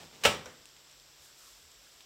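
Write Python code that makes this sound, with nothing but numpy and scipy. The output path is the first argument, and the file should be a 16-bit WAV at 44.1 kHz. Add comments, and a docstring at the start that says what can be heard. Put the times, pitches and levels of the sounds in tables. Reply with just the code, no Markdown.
"""Toaster lever pushed down

In a quiet kitchen the carriage rubs down its guide, scrapes past the catch and slams into
the end stop, rebounding twice: racks clatter, the steel case rings, the counter thuds.
Let go, the carriage settles on its latch with a light clack. Faint metal ticks follow,
with a rustle and small squeaks, over steady hiss, a wavering hum and soft low bumps."""
import sys
import numpy as np
from scipy import signal
from scipy.fft import rfft, irfft
from scipy.io import wavfile

SR = 44100
rng = np.random.default_rng(int(sys.argv[2]) if len(sys.argv) > 2 else 0)


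def generate_wav(signal):
    """Clip the signal to [-1, 1] and save it as 16-bit WAV at the path in sys.argv[1]."""
    frames = np.transpose(np.atleast_2d(signal))
    scaled = np.clip(frames, -1, 1) * 32767
    pcm = np.round(scaled).astype(np.int16)
    wavfile.write(sys.argv[1], SR, pcm)


N = 90405
TIME_S = np.arange(N) / SR
BIN_HZ = np.arange(N // 2 + 1) * SR / N


def from_db(db):
    """Decibels to gain."""
    return 10 ** (np.asarray(db) / 20)


def at_hz(points, hz):
    """Interpolate (hz, value) rows on a log-frequency axis."""
    point_hz, values = np.transpose(points)
    return np.interp(np.log(np.maximum(hz, 1)), np.log(point_hz), values)


def envelope(rows):
    """Gain from (time_s, level_db) rows, silent outside them."""
    return from_db(np.interp(TIME_S, *np.transpose(rows), left=-200, right=-200))


def decay(t60_s):
    """Exponential fall, 60 dB in t60_s."""
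    return np.exp(-np.log(1000) * TIME_S / t60_s)


def swell(rise_s):
    """Smooth onset."""
    return 1 - np.exp(-(TIME_S / rise_s) ** 2)


def start_at(start_s, x):
    """Delay x to start_s."""
    return np.pad(x, (int(start_s * SR), 0))[:N]


def unit_rms(x):
    """Scale to rms 1."""
    return x / np.sqrt(np.mean(x ** 2) + 1e-20)


def coloured(x, spectrum):
    """Filter x by a spectrum; rms 1."""
    return unit_rms(irfft(rfft(x) * from_db(at_hz(spectrum, BIN_HZ)), N))


def noise(spectrum):
    """Steady coloured noise; rms 1."""
    return coloured(rng.standard_normal(N), spectrum)


def friction(spectrum, slips_per_s, spread_db):
    """Dense, tiny slips at random times; rms 1."""
    sizes = from_db(spread_db * np.minimum(rng.exponential(1, N), 4))
    signs = rng.choice([-1, 1], N)
    slipping = rng.random(N) < slips_per_s / SR
    return coloured(sizes * signs * slipping, spectrum)


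def ring(modes):
    """Struck modes: damped sines of alternating sign."""
    return sum((-1) ** k * from_db(db) * decay(t60_s) * np.sin(2 * np.pi * hz * TIME_S)
               for k, (hz, db, t60_s) in enumerate(modes))


# Background hiss: freq_hz, density_db
HISS_SPECTRUM = [(25, -4.5), (45, 9.5), (75, -4), (200, -7.5), (330, -3), (500, -2), (800, -4.5),
                 (1500, -3.5), (2400, -4), (3400, 0), (4300, -3), (5500, 1.5), (6500, -7.5), (7700, 0.5),
                 (8800, -13.5), (10700, -17.5), (12500, -11), (15500, -17)]
# Wavering of the hum: time_s, level_db
HUM_LEVELS = [(0, -82), (.9, -78), (1.05, -76.5), (1.3, -79.5), (1.5, -83.5), (1.7, -79), (2.05, -82)]


def background(hiss_db=-58.5, hum_hz=138):
    """Steady hiss and a low, wavering hum."""
    hum = np.sqrt(2) * envelope(HUM_LEVELS) * np.sin(2 * np.pi * hum_hz * TIME_S)
    return from_db(hiss_db) * noise(HISS_SPECTRUM) + hum


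# Rubbing on the guide: time_s, level_db
SLIDE_LEVELS = [(0, -52), (.03, -50.5), (.06, -54.5), (.105, -61.5), (.15, -53.5), (.19, -60),
                (.225, -50.5), (.25, -66.5)]
# Guide friction: freq_hz, density_db
SLIDE_SPECTRUM = [(40, -14), (160, -1.5), (300, -6.5), (550, -5), (1100, -12), (3400, -13), (7500, -18.5),
                  (11000, -32.5), (16000, -29)]


def slide():
    """The carriage rubs down its guide in uneven slips."""
    return envelope(SLIDE_LEVELS) * friction(SLIDE_SPECTRUM, slips_per_s=1700, spread_db=1.5)


# Low bumps: start_s, level_db
LOW_BUMPS = [(.04, -62), (.58, -61), (1.189, -60.5), (1.63, -58)]


def bumps(pitch_hz=77.8, t60_s=0.26):
    """Soft bumps, each one damped bass tone."""
    return sum(start_at(start_s, swell(rise_s=0.011) * ring([(pitch_hz, db, t60_s)]))
               for start_s, db in LOW_BUMPS)


# Catch friction: freq_hz, density_db
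CATCH_SPECTRUM = [(40, -18), (250, -6.5), (500, -6), (1200, -4), (2800, 0.5), (4500, -2), (7500, -7),
                  (10500, -17.5), (15000, -18.5)]


def catch(start_s=0.235, hold_s=0.013, fall_s=0.004, level_db=-28.5):
    """The carriage scrapes past the catch just before the stop."""
    pressure = swell(rise_s=0.0019) * np.exp(-np.maximum(TIME_S - hold_s, 0) / fall_s)
    scrape = friction(CATCH_SPECTRUM, slips_per_s=9000, spread_db=0)
    return start_at(start_s, from_db(level_db) * pressure * scrape)


# End-stop impact and two rebounds: start_s, gain_db
STOP_BLOWS = [(.2514, 3), (0.2551, -2.5), (0.2674, -7.5)]
# Wire racks and panels: freq_hz, density_db
CLATTER_SPECTRUM = [(50, -34), (140, -10), (340, -17), (480, -2.5), (800, -1.5), (1300, 0), (2000, -6.5),
                    (2700, 1), (3700, -3.5), (4500, -12), (5600, -3.5), (6400, -14.5), (7800, -11),
                    (10500, -22), (15000, -22.5)]


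def end_stop(crack_hz=2100, crack_db=-12, clatter_db=-19):
    """Metal hits metal: each blow cracks, rattles the racks and excites the room."""
    crack = ring([(crack_hz, crack_db, 0.0025)])
    out = 0
    for start_s, gain_db in STOP_BLOWS:
        clatter = from_db(clatter_db) * decay(t60_s=0.072) * noise(CLATTER_SPECTRUM)
        out += start_at(start_s, from_db(gain_db) * (crack + clatter + kitchen_tail()))
    return out


# Kitchen reverberation: freq_hz, density_db
ROOM_SPECTRUM = [(35, -25), (70, -7.5), (150, -4), (340, -6.5), (480, -3), (750, -9.5), (1200, -4),
                 (1800, -4.5), (2800, -3), (3600, -2.5), (4600, -9.5), (5600, -7), (6400, -11.5),
                 (7800, -8.5), (10500, -21.5), (15000, -22.5)]
# Room decay by band: centre_hz, t60_s
ROOM_DECAY = [(80, 0.59), (300, 0.65), (900, 0.51), (3000, 0.37), (7000, 0.31), (14000, 0.29)]


def kitchen_tail(gain_db=-30):
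    """Diffuse tail of one blow; the treble dies first."""
    spectrum = rfft(noise(ROOM_SPECTRUM))
    centres_hz, t60s = np.transpose(ROOM_DECAY)
    tail = 0
    for weights, t60_s in zip(np.eye(len(t60s)), t60s):
        band_gain = at_hz(np.c_[centres_hz, weights], BIN_HZ)
        tail += irfft(spectrum * band_gain, N) * decay(t60_s)
    return from_db(gain_db) * swell(rise_s=0.0058) * tail


# Steel case modes: pitch_hz, level_db, t60_s
STEEL_MODES = [(223.7, -38, .42), (254, -49.5, .45), (415.5, -39, 0.37), (431, -29, 0.25),
               (516, -37.5, 0.5), (578, -26.5, .26), (604, -40.5, 0.25), (655, -27.5, 0.19),
               (751, -37, 0.37), (804, -37.5, .36), (864, -35, .32), (921.4, -32, 0.27), (1103, -36, .33),
               (1308, -24.5, 0.23), (1550, -39, 0.28), (1615, -41, 0.28), (1696, -37, 0.27),
               (1941, -31.5, .25), (2278, -34, 0.25), (2378, -32, 0.3), (2476, -29.5, 0.15),
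               (2782, -28, .22), (2855, -30, 0.21), (3005, -36, 0.36), (3148, -36, .25), (3390, -35, 0.15),
               (3610, -36.5, 0.27), (4264, -40, 0.2), (5000, -46, 0.47), (5700, -40.5, 0.38)]
# Counter modes: pitch_hz, level_db, t60_s
THUD_MODES = [(68, -45, .42), (82, -38.5, .42), (100, -40, .38), (122.7, -42, .3), (160, -38.5, .3)]


def case_and_counter():
    """The first blow rings the case and thuds through the counter below."""
    case = swell(rise_s=0.0016) * ring(STEEL_MODES)
    counter = swell(rise_s=0.011) * ring(THUD_MODES)
    return start_at(STOP_BLOWS[0][0], case + counter)


# Panel flexes: start_s, level_db
PANEL_KNOCKS = [(.2537, -4), (.2662, -10.5), (.4632, -32.5)]


def panel_knocks(pitch_hz=550, t60_s=0.017):
    """The panels flex as the weight arrives: hollow, quickly damped."""
    return sum(start_at(start_s, swell(rise_s=0.0022) * ring([(pitch_hz, db, t60_s)]))
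               for start_s, db in PANEL_KNOCKS)


# Metal ticks: start_s, level_db, tilt_db_per_octave
METAL_TICKS = [(.4575, -48, 1), (.6560, -42, 1.5), (0.6897, -50, 0), (.7660, -48.5, -1), (.8980, -53, 1),
               (0.9128, -51, 0), (0.9265, -49, -1), (0.9994, -50, 0), (1.7163, -50, 1), (1.8462, -53, 2),
               (2.007, -43.5, -0.5)]
# Tick before tilt: freq_hz, density_db
TICK_SPECTRUM = [(400, -11.5), (1400, -9), (3100, -0.5), (4500, -2.5), (5700, -1), (7700, -2), (10000, -18),
                 (15000, -26)]


def metal_ticks(tail_db=-14.5):
    """Tiny snaps of the metal with short tails, some brighter than others."""
    shape = decay(t60_s=0.0043) + from_db(tail_db) * decay(t60_s=0.1)
    out = 0
    for start_s, level_db, tilt in METAL_TICKS:
        spectrum = [(hz, db + tilt * np.log2(hz)) for hz, db in TICK_SPECTRUM]
        out += start_at(start_s, from_db(level_db) * shape * noise(spectrum))
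    return out


# Latch clack: freq_hz, density_db
LATCH_SPECTRUM = [(60, -3), (170, -0.5), (300, -4), (480, 3.5), (800, -3.5), (1200, -1.5), (1800, -1),
                  (2400, -6), (4500, -13), (5800, -10), (7500, -16), (11000, -26.5), (15000, -29)]
# Latch modes: pitch_hz, level_db, t60_s
LATCH_RING = [(503, -50, 0.4), (1380, -46, .012), (5840, -44.5, 0.028)]


def latch(start_s=0.4587, clack_db=-44.5, tail_db=-6):
    """The carriage settles on its latch: dull clack, small ping, lingering low ring."""
    shape = decay(t60_s=0.042) + from_db(tail_db) * decay(t60_s=0.54)
    clack = from_db(clack_db) * shape * noise(LATCH_SPECTRUM)
    return start_at(start_s, clack + ring(LATCH_RING))


# Rustle swells: time_s, level_db
RUSTLE_LEVELS = [(1.15, -75), (1.25, -57.5), (1.29, -64), (1.33, -70), (1.39, -60.5), (1.49, -58),
                 (1.56, -63.5), (1.75, -72), (1.89, -66.5), (2.04, -72)]
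# Airy rustle: freq_hz, density_db
RUSTLE_SPECTRUM = [(200, -25), (800, -14), (1400, -4), (2200, -9), (4500, 1), (7500, 1.5), (10500, -7.5),
                   (14000, -4), (16000, -18)]


def rustle():
    """Faint, airy noise that comes and goes."""
    return envelope(RUSTLE_LEVELS) * noise(RUSTLE_SPECTRUM)


# Faint squeaks: start_s, length_s, pitch_hz, level_db
FAINT_SQUEAKS = [(1.241, .09, 1564, -64.5), (1.355, .17, 1406, -64), (1.863, 0.026, 1546, -58.5)]


def squeaks(roughness_hz=130, sag_hz_per_s=1600):
    """Falling tones, roughened by low-passed noise."""
    lowpass = signal.butter(2, roughness_hz, fs=SR, output="sos")
    out = 0
    for start_s, length_s, pitch_hz, level_db in FAINT_SQUEAKS:
        roughness = unit_rms(signal.sosfilt(lowpass, rng.standard_normal(N)))
        tone = np.sin(2 * np.pi * np.cumsum(pitch_hz - sag_hz_per_s * TIME_S) / SR)
        arch = np.sin(np.pi * np.minimum(TIME_S / length_s, 1))
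        out += start_at(start_s, from_db(level_db) * arch * roughness * tone)
    return out


def scene():
    """The toaster on the counter, close by; mono."""
    lever = slide() + catch() + end_stop() + case_and_counter() + panel_knocks() + latch()
    return (background() + bumps() + lever + metal_ticks() + rustle() + squeaks())[None]


def record(dry, low_cut_hz=42, high_cut_hz=15800):
    """Gentle bass roll-off, steep top cut."""
    highpass = signal.butter(2, low_cut_hz, "high", fs=SR, output="sos")
    lowpass = signal.ellip(12, 0.1, 80, high_cut_hz, fs=SR, output="sos")
    return signal.sosfilt(lowpass, signal.sosfilt(highpass, dry))


dry = scene()
out = record(dry)
generate_wav(out)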